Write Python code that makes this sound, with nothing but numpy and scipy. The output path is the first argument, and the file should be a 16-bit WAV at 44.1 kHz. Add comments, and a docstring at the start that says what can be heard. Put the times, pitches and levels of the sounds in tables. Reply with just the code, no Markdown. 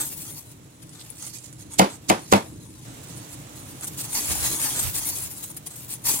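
"""From the start, small seeds pour and trickle from a tub into a plastic basin outdoors: impulses ringing its floor.
Distant rumble and hiss (coloured noise) lie behind throughout; a far bird whistles faintly in gliding sines.
Larger seeds soon tick singly, as short bands of noise; then the tub gets three hard knocks (wall modes, a crack,
a rattling tail), each led by a swish of its dry contents. Later a long pour surges as the tub is shaken,
while puffs of wind buffet the microphone, and a last pour follows."""
import sys
import numpy as np
from scipy import signal
from scipy.fft import rfft, irfft, next_fast_len
from scipy.io import wavfile

SR = 44100
rng = np.random.default_rng(int(sys.argv[2]) if len(sys.argv) > 2 else 0)


def wav_out(sig):
    """Save sig, one row per channel (or a flat mono array), as 16-bit PCM at SR to the path in sys.argv[1]."""
    wavfile.write(sys.argv[1], SR, np.round(np.clip(np.atleast_2d(sig).T, -1, 1) * 32767).astype(np.int16))


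N = 273405
T = np.arange(N) / SR   # time in seconds

# In every table side_db is left minus right; spectra give relative levels.
# pours from the tub: start_s, rise_s, full_flow_s, stop_s, level_db
POURS = [(-.02, 0.017, 0.01, 0.33, -40.5), (1.198, 0.02, 0.024, 1.29, -37.5), (3.979, 0.37, 0.33, 5.5, -26),
         (5.69, 0.018, 0.081, 5.96, -42.5), (6.035, 0.019, 0.19, 6.75, -26.5)]
EBB_DB_PER_S, POUR_RELEASE_S = 23, 0.059   # a pour thins out as the tub empties, then stops
# shakes of the tub by hand, each a surge of the stream: middle_s, surge_db
SHAKES = [(4.17, 9), (4.315, 4.5), (4.467, 4.5), (4.638, 1.5), (4.805, 4), (4.969, 7), (5.086, 8),
          (5.164, 3.5), (5.247, 7.5)]
SHAKE_WIDTH_S = 0.033   # half-width
# thin trickle between the pours: time_s, level_db
TRICKLE = [(.49, -48), (.56, -55.5), (.78, -54.5), (.88, -52), (.95, -48.5), (1.15, -46), (1.2, -41.5),
           (1.45, -47.5), (1.52, -52), (1.68, -54.5), (2.02, -53), (2.22, -43.5), (2.52, -48.5), (3.1, -46),
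           (3.45, -50), (3.8, -45), (5.6, -55.5)]
TRICKLE_LUMPS_DB, LUMPS_PER_S = 2, 20   # few seeds fall unevenly
# clumps of seeds landing together, before lead and skew are applied: middle_s, level_db, half_width_s
CLUMPS = [(0.01, -26, 0.018), (0.048, -34, 0.034), (0.081, -35.5, 0.016), (.13, -37.5, 0.012),
          (.18, -38, 0.012), (.213, -37.5, 0.036), (.265, -47, 0.005), (.305, -42, 0.039),
          (0.386, -40, 0.021), (0.517, -41.5, 0.01), (0.832, -42, 0.0099), (0.945, -44.5, 0.019),
          (1.011, -41.5, 0.012), (1.055, -48, 0.0095), (1.109, -46, 0.013), (1.241, -37, 0.017),
          (1.28, -35.5, 0.007), (1.359, -35.5, 0.024), (1.47, -40, 0.032), (1.533, -48, 0.0073),
          (1.617, -40, 0.026), (1.741, -36.5, 0.03), (1.93, -39, 0.039), (3.04, -38, 0.0069),
          (3.179, -39, 0.012), (3.336, -41, 0.015), (3.572, -46, 0.016), (3.841, -31, 0.013),
          (3.88, -30.5, 0.0086), (4.005, -28, 0.026), (4.051, -31, 0.012), (4.154, -26, 0.008),
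          (4.323, -21, 0.009), (4.8, -22, 0.0041), (4.836, -25.5, 0.0097), (5.317, -36, 0.011),
          (5.41, -37.5, 0.0047), (5.441, -35.5, 0.013), (5.511, -40, 0.013), (5.574, -33.5, 0.0069),
          (5.672, -33, 0.0081), (5.925, -33, 0.031), (6.072, -22.5, 0.0059), (6.101, -21, 0.019)]
# where the seeds land; bare plastic is brighter than a bed of seeds: time_s, side_db, top_octave_db, body_db
LANDING = [(.05, 2, 4.5, -1.5), (.45, 3, 1, -1.5), (.9, 8.5, -33, -1.5), (1.14, -1.5, -6, 0.5),
           (1.4, -6.5, -13, -16), (1.75, -1, -27, -1), (2.8, 4.5, -22, -0.5), (3.1, -4, -6, -0.5),
           (3.85, -0.5, 0, -1.5), (4.45, 2, -7.5, -1), (5.1, 1.5, 3, -2), (6.15, 2, 1.5, -0.5)]
# colour of seeds on the basin: freq_hz, level_db
BASIN_COLOUR = [(40, -26), (100, 0), (200, -12), (310, 8), (490, -37), (820, -2), (1150, -5), (1600, -8.5),
                (2900, -6), (5200, -4.5), (7500, 1.5), (9400, 3.5), (12200, -1.5), (15500, -3.5)]
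# stereo balance of the basin: freq_hz, side_db
BASIN_SIDE = [(700, -3), (1400, -1.5), (4500, -1.5), (7500, -6), (10000, 4), (15000, 4.5)]
SPOT_DWELL_S = .05      # the stream stays this long on one spot
BASIN_LAG_S = .0001     # the basin's ticks reach the right ear this much later
BASIN_RING_T60_S = 0.04
# correlation of the two ears in diffuse sound: freq_hz, likeness (0 to 1)
LIKENESS = [(40, 0.58), (130, 0.98), (290, 1), (640, 0.87), (1400, 0), (15000, 0)]
# level of the open air: time_s, rumble_db, hiss_db
AIR = [(0, -44.5, -52.5), (.7, -47.5, -55.5), (2, -45, -53.5), (2.848, -45, -57), (2.853, -43, -46),
       (4.5, -44, -47.5), (5.5, -46, -51.5), (6.2, -46.5, -51)]
# colour of the distant rumble: freq_hz, level_db
RUMBLE = [(15, -50), (25, -67), (48, -9.5), (81, -6), (124, 3), (147, 0.5), (200, -7), (223, -9),
          (316, -2.5), (358, -12.5), (700, -25.5), (950, -110)]
# colour of the hiss: freq_hz, level_db
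HISS = [(260, -36), (450, 1.5), (538, -0.5), (588, 0), (758, -1.5), (1010, -2.5), (1570, -7), (4080, -8),
        (4590, -12.5), (7730, -5.5), (11100, -16.5), (15800, -16.5)]
# puffs of wind: middle_s, level_db
PUFFS = [(4.292, -35.5), (4.44, -31.5), (4.862, -33), (4.978, -45), (5.22, -40)]
PUFF_WIDTH_S = 0.051    # half-width
# colour of wind on the microphone: freq_hz, level_db
BUFFET = [(20, -35), (50, 3), (90, 11), (200, -14), (500, -13.5)]
EAR_LAG_S = .00041      # sound from the right reaches the left ear this much later
# whistles of a far bird: start_s, length_s, start_hz, end_hz, level_db
BIRD = [(.39, .17, 4400, 3750, -67), (2.22, .11, 4400, 3650, -58), (2.45, .06, 3750, 4100, -61.5),
        (2.58, .1, 4100, 3550, -65), (2.7, .14, 4350, 3500, -63.5)]
BIRD_FLUTTER_DB = 3
# single larger seeds striking bare plastic: start_s, level_db, pitch_hz, side_db
LARGE_SEEDS = [(.8935, -39, 8850, -6), (0.9953, -38.5, 4400, -4), (1.012, -36, 4320, -4),
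               (1.1022, -31, 10600, 11), (1.225, -28.5, 8400, 2), (1.266, -27, 8400, -6),
               (1.385, -33.5, 8350, -7.5), (1.442, -36.5, 7500, -9), (1.5277, -35.5, 9100, -5),
               (1.736, -26.5, 9300, -2.5), (3.181, -39, 9500, 4), (3.558, -36, 9500, 4),
               (3.604, -41, 9500, 0), (3.81, -29, 9450, 3), (3.844, -24, 9800, 6), (3.978, -29, 9550, 4),
               (4.1303, -20, 9800, 2), (4.285, -23, 9700, 2), (4.404, -23.5, 8900, 2),
               (4.616, -17, 9500, 0), (4.7928, -15, 9700, 4), (4.993, -27, 9900, -1), (5.155, -28, 9250, 5),
               (5.185, -28, 9400, 4), (5.337, -38, 9300, -2), (5.441, -25, 9000, -2),
               (5.67, -28, 9600, 12.5), (5.939, -24.5, 9790, 3), (6.0595, -19, 9500, 7)]
# knocks on the tub: start_s, level_db, swish_db, swish_length_s, most_excited_pitch_hz, crack_db
KNOCKS = [(1.7958, -5.5, -12, 0.011, 621, 6.5), (2.0992, -6, -17.5, 0.012, 700, 5),
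          (2.3252, -5.8, -19, 0.01, 1297, 5)]
# lighter contacts on the tub, rebounds and nudges: start_s, level_db, most_excited_pitch_hz, crack_db
BUMPS = [(1.8119, -9.6, 442, -5), (1.8176, -14.5, 301, -4), (1.8281, -18, 261, -7),
         (2.1152, -14.5, 604, -1), (2.1264, -23, 347, -5), (2.3356, -8.5, 679, 5), (2.3447, -12, 272, -6),
         (2.3558, -19, 205, -5), (4.176, -39, 298, -6), (4.313, -45, 300, -10), (4.442, -36, 700, 11)]
# colour of the swish of the contents: freq_hz, level_db
SWISH = [(300, 0.5), (1000, -18), (3400, -10), (4700, -6), (8000, -3.5), (11000, -13), (15500, -20)]
# vibration modes of the tub wall: freq_hz, level_db, side_db
TUB_MODES = [(104, -9.0, -1), (199, 3.5, 0), (237, -14.5, 0), (277, -7.5, 2), (322, -9.5, 2),
             (357, -19.5, 2), (455, -7.0, 13), (497, -11.0, 3), (540, -8.5, 5), (603, -6.0, 10),
             (645, -10.5, 2), (684, -11.0, 5), (750, -4.0, -1), (840, -8.0, -9), (898, -7.5, -11),
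             (964, -12.0, -8), (1014, -11.5, -7), (1120, -11.5, -7), (1262, -16.5, -3), (1364, -16.0, -4),
             (1412, -12.0, -4), (1582, -18.5, 2), (1782, -16.5, 2), (2016, -13.0, 4), (2116, -14.0, 4),
             (2401, -18.0, 2), (2556, -16.0, -2), (3043, -21.5, 0)]
BUILD_CYCLES = 0.8      # a wall mode takes this long to reach full swing
# colour of the contact itself: freq_hz, level_db
CRACK = [(40, -40), (150, -8), (500, -7.5), (1050, -2), (1500, -18.5), (2200, -13), (3200, -13.5),
         (4200, -21), (8000, -22), (15500, -32)]
# colour of the diffuse ring after the contact: freq_hz, level_db
TAIL = [(40, -25), (170, -1), (500, -3), (900, -1.5), (1400, -11), (2300, -13.5), (3500, -16.5),
        (8000, -24.5), (11000, -26), (15500, -40)]
# stereo balance of that ring: freq_hz, side_db
TAIL_SIDE = [(200, 0), (330, -1.5), (600, 1), (1300, -1.5), (2400, -1.5)]
CUTOFF_HZ = 15900


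def from_db(db):
    """Logarithmic level: decibels to amplitude gain."""
    return 10 ** (np.asarray(db) / 20)


def rms_one(x):
    """Normalization: scale to unit mean power."""
    return x / np.sqrt(np.mean(x ** 2) + 1e-20)


def in_time(rows):
    """Linear interpolation: the columns of a time curve at every sample."""
    time_s, *columns = np.transpose(rows)
    return [np.interp(T, time_s, column) for column in columns]


def at_hz(points, hz):
    """Logarithmic pitch scale: interpolate a spectrum along log frequency."""
    freq_hz, value = np.transpose(points)
    return np.interp(np.log(hz + 1), np.log(freq_hz), value)


def panned(side_db):
    """Interaural level difference: gains for left and right, half the difference each."""
    return from_db(np.array([[.5], [-.5]]) * side_db)


def delayed(x, lag_s):
    """Propagation delay: the same sound a little later."""
    return np.interp(T[:len(x)] - lag_s, T[:len(x)], x, left=0)


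def from_right(ears, lag_s):
    """Interaural time difference: a sound from the right reaches the left ear later."""
    return np.array([delayed(ears[0], lag_s), ears[1]])


def drift(rate_hz):
    """Random modulation: chance values joined by lines, with spread 1."""
    return rms_one(np.interp(T * rate_hz, np.arange(4096), rng.standard_normal(4096)))


def dying(t60_s, size):
    """Exponential decay: a fall of 60 dB in t60_s."""
    return from_db(-60 * T[:size] / t60_s)


def noise(spectrum, size=N, likeness=None, side=None):
    """Spectral shaping: stereo noise of a given colour and interaural correlation, rms 1."""
    n = next_fast_len(size)
    hz = np.arange(n // 2 + 1) * SR / n
    shared, opposed = rfft(rng.standard_normal((2, n)))
    alike = 0 if likeness is None else np.clip(at_hz(likeness, hz), -1, 1)
    ears = np.sqrt(1 + alike) * shared + np.sqrt(1 - alike) * opposed * [[1], [-1]]
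    ears = ears * from_db(at_hz(spectrum, hz))
    if side is not None:
        ears = ears * panned(at_hz(side, hz))
    return rms_one(irfft(ears, n)[:, :size])


def uneven(spectrum, uneven_db, count=160):
    """Irregular resonance: a spectrum with chance peaks and dips a few percent wide."""
    hz = np.geomspace(40, 16000, count)
    return np.column_stack([hz, at_hz(spectrum, hz) + uneven_db * rng.standard_normal(count)])


def add(out, start_s, sound):
    """Superposition: mix a sound in at a time."""
    i = round(start_s * SR)
    out[..., max(i, 0):i + sound.shape[-1]] += sound[..., max(-i, 0):N - i]


def pour_flow():
    """Granular flow: each pour swells, runs full, ebbs and stops; shakes make it surge."""
    flow = np.zeros(N)
    for start_s, rise_s, full_s, stop_s, level_db in POURS:
        swell = np.clip((T - start_s) / rise_s, 0, 1)
        ebb_db = EBB_DB_PER_S * np.maximum(T - start_s - rise_s - full_s, 0)
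        release = np.exp(-np.maximum(T - stop_s, 0) / POUR_RELEASE_S)
        flow += swell * from_db(level_db - ebb_db) * release
    surge_db = sum(db * np.exp(-np.abs((T - s) / SHAKE_WIDTH_S) ** 3) for s, db in SHAKES)
    return flow * from_db(surge_db)


def seed_power(lead_s=0.0025, rise=0.99, fall=0.7, surge_db=1.5):
    """Addition of powers: uneven stream and trickle, plus clumps that arrive abruptly and bounce to rest."""
    trickle = from_db(in_time(TRICKLE)[0] + TRICKLE_LUMPS_DB * drift(LUMPS_PER_S))
    stream = pour_flow() * from_db(surge_db * drift(55))
    power = stream ** 2 + trickle ** 2
    t = T[:SR // 4] - T[SR // 8]   # time from the middle of a clump
    for middle_s, level_db, width_s in CLUMPS:
        arrival = (t / (rise * width_s)) ** 4
        settling = (t / (fall * width_s)) ** 2
        shape = np.exp(-np.where(t < 0, arrival, settling))
        add(power, middle_s + t[0] - lead_s, from_db(level_db) ** 2 * shape)
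    return power


def basin_response(tick_t60_s=0.0012, ring_db=-9.0, size=2048):
    """Impulse response of one spot: a dry tick, left ear first, then decaying noise for many close modes."""
    colour = uneven(BASIN_COLOUR, uneven_db=5.0)
    tick = noise(colour, size=size, likeness=[(40, 1), (16000, 1)], side=BASIN_SIDE)
    tick = tick * dying(tick_t60_s, size)
    tick = np.array([tick[0], delayed(tick[1], BASIN_LAG_S)])
    ring = noise(colour, size=size, likeness=LIKENESS, side=BASIN_SIDE) * dying(BASIN_RING_T60_S, size)
    return rms_one(tick + from_db(ring_db) * ring) / np.sqrt(size)


def seeds(full_per_s=3000, full_db=-27, size_db=1.0, stray_share=.25, spots=19):
    """Shot noise: random impacts, more of them at higher level, convolved with the spot each one strikes."""
    power = seed_power()
    per_s = full_per_s * (np.sqrt(power) / from_db(full_db)) ** .5
    per_s = np.clip(per_s, 50, SR / 2)
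    sizes = rms_one(from_db(size_db * np.minimum(rng.exponential(1, N), 4)))
    sizes = sizes * rng.choice([-1, 1], N)
    impacts = (rng.random(N) < per_s / SR) * sizes * np.sqrt(power * SR / per_s)
    # the stream visits one spot after another; strays land anywhere
    stray = rng.random(N) < stray_share
    spot = np.where(stray, rng.integers(0, spots, N), np.floor(T / SPOT_DWELL_S) % spots)
    out = np.zeros((2, N))
    for k in range(spots):
        out += signal.oaconvolve((impacts * (spot == k))[None], basin_response(), axes=1)[:, :N]
    # bare plastic gives a brighter tick than a bed of seeds
    side_db, top_db, body_db = in_time(LANDING)
    body = signal.sosfilt(signal.butter(1, 3000, fs=SR, output="sos"), out)
    out = out + (from_db(body_db) - 1) * body
    dull = signal.sosfilt(signal.butter(2, 10000, fs=SR, output="sos"), out)
    top = signal.sosfilt(signal.butter(2, 11500, "high", fs=SR, output="sos"), out)
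    return (dull - from_db(top_db) * top) * panned(side_db)   # minus: second-order bands oppose in phase


def outdoors(lumps_db=1.5, sway_db=1.5, hiss_side_db=-4.0):
    """Diffuse field and turbulence: correlated rumble and hiss; wind buffets each microphone port on its own."""
    rumble_db, hiss_db = in_time(AIR)
    rumble = from_db(rumble_db + sway_db * drift(12)) * noise(RUMBLE, likeness=LIKENESS)
    hiss = from_db(hiss_db) * noise(HISS, likeness=LIKENESS) * panned(hiss_side_db)
    gust = sum(from_db(db) / (1 + ((T - s) / PUFF_WIDTH_S) ** 2) for s, db in PUFFS)
    gust = gust * from_db(lumps_db * drift(25))
    return from_right(rumble + hiss, EAR_LAG_S) + gust * noise(BUFFET) * panned(-9.0)


def bird(waver_hz=50):
    """Frequency modulation: thin gliding sines, far to the right and broken up on the way."""
    out, waver = np.zeros(N), waver_hz * drift(240)
    for start_s, length_s, start_hz, end_hz, level_db in BIRD:
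        u = np.linspace(0, 1, int(length_s * SR))
        hz = start_hz + (end_hz - start_hz) * u + waver[int(start_s * SR):][:len(u)]
        whistle = np.sin(np.pi * u) * np.sin(2 * np.pi * np.cumsum(hz) / SR)
        add(out, start_s, from_db(level_db) * whistle)
    return out * from_db(BIRD_FLUTTER_DB * drift(110)) * panned(-10)


def single_seeds(tick_t60_s=0.0045, ring_t60_s=0.081, ring_db=-4.0, skirt_db=-23.5, strike_db=-3.0, size=4096):
    """Damped resonance: a larger seed gives a sharp tick and a short ring around one pitch."""
    out = np.zeros((2, N))
    ring = from_db(ring_db) * dying(ring_t60_s, size)
    envelope = from_db(strike_db) * (dying(tick_t60_s, size) + ring)
    for start_s, level_db, pitch_hz, side_db in LARGE_SEEDS:
        peak = [(pitch_hz / 2, skirt_db), (pitch_hz, 0), (pitch_hz * 2, 2 * skirt_db)]
        tick = noise(uneven(peak, uneven_db=6.0), size=size) * envelope
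        add(out, start_s, from_db(level_db) * tick * panned(side_db))
    return out


def blow(pitch_hz, crack_db, favour_db=5.5, wall_db=-8.0, wall_t60_s=0.099, crack_t60_s=0.016,
         tail_db=-9.5, tail_t60_s=0.23, scatter_db=0.5, rattle_db=2.0, size=16384):
    """Modal synthesis of one contact: wall modes favoured near one pitch, a short crack and a rattling tail."""
    hz, level_db, side_db = np.transpose(TUB_MODES)[:, :, None]
    near = np.exp(-2 * np.log2(hz / pitch_hz) ** 2)
    scatter = scatter_db * rng.standard_normal(hz.shape)
    gains = from_db(level_db + wall_db + favour_db * near + scatter)
    # the plastic gives a little, so low modes build up more slowly
    build = np.minimum(hz * T[:size] / BUILD_CYCLES, 1)
    modes = gains * build * dying(wall_t60_s, size) * np.cos(2 * np.pi * hz * T[:size])
    signs = (-1) ** np.arange(len(hz))   # neighbouring modes alternate in polarity
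    wall = panned(side_db[:, 0]) * signs @ modes
    crack = from_db(crack_db) * noise(CRACK, size=size)[0] * dying(crack_t60_s, size)
    tail = noise(uneven(TAIL, uneven_db=2.5), size=size, likeness=LIKENESS, side=TAIL_SIDE)
    tail = from_db(tail_db) * tail * dying(tail_t60_s, size)
    tail = tail * from_db(rattle_db * drift(168)[:size])   # the contents rattle as they settle
    return from_right(wall + crack + tail, EAR_LAG_S)


def knocks(swish_side_db=-6.5, swell_db=15.0, lowest_hz=75, size=2048):
    """Impact and radiation: contents swish up to each knock, lighter bumps; a small tub radiates no deep bass."""
    out = np.zeros((2, N))
    for start_s, level_db, swish_db, length_s, pitch_hz, crack_db in KNOCKS:
        before_s = T[:size][::-1]   # time left until the knock
        swell = from_db(swish_db - swell_db * (before_s / length_s) ** 2)
        add(out, start_s - size / SR, noise(SWISH, size=size) * swell * panned(swish_side_db))
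        add(out, start_s, from_db(level_db) * blow(pitch_hz, crack_db))
    for start_s, level_db, pitch_hz, crack_db in BUMPS:
        add(out, start_s, from_db(level_db) * blow(pitch_hz, crack_db))
    return signal.sosfilt(signal.butter(1, lowest_hz, "high", fs=SR, output="sos"), out)


def scene():
    """Superposition of everything heard at the basin."""
    return seeds() + outdoors() + bird() + single_seeds() + knocks()


def record(dry):
    """Saturation and band limiting: the loudest peaks are rounded and the top is cut."""
    rounded = 1.112 * np.tanh(dry / 1.13)
    return signal.sosfilt(signal.ellip(12, .1, 70, CUTOFF_HZ, fs=SR, output="sos"), rounded)


dry = scene()
out = record(dry)
wav_out(out)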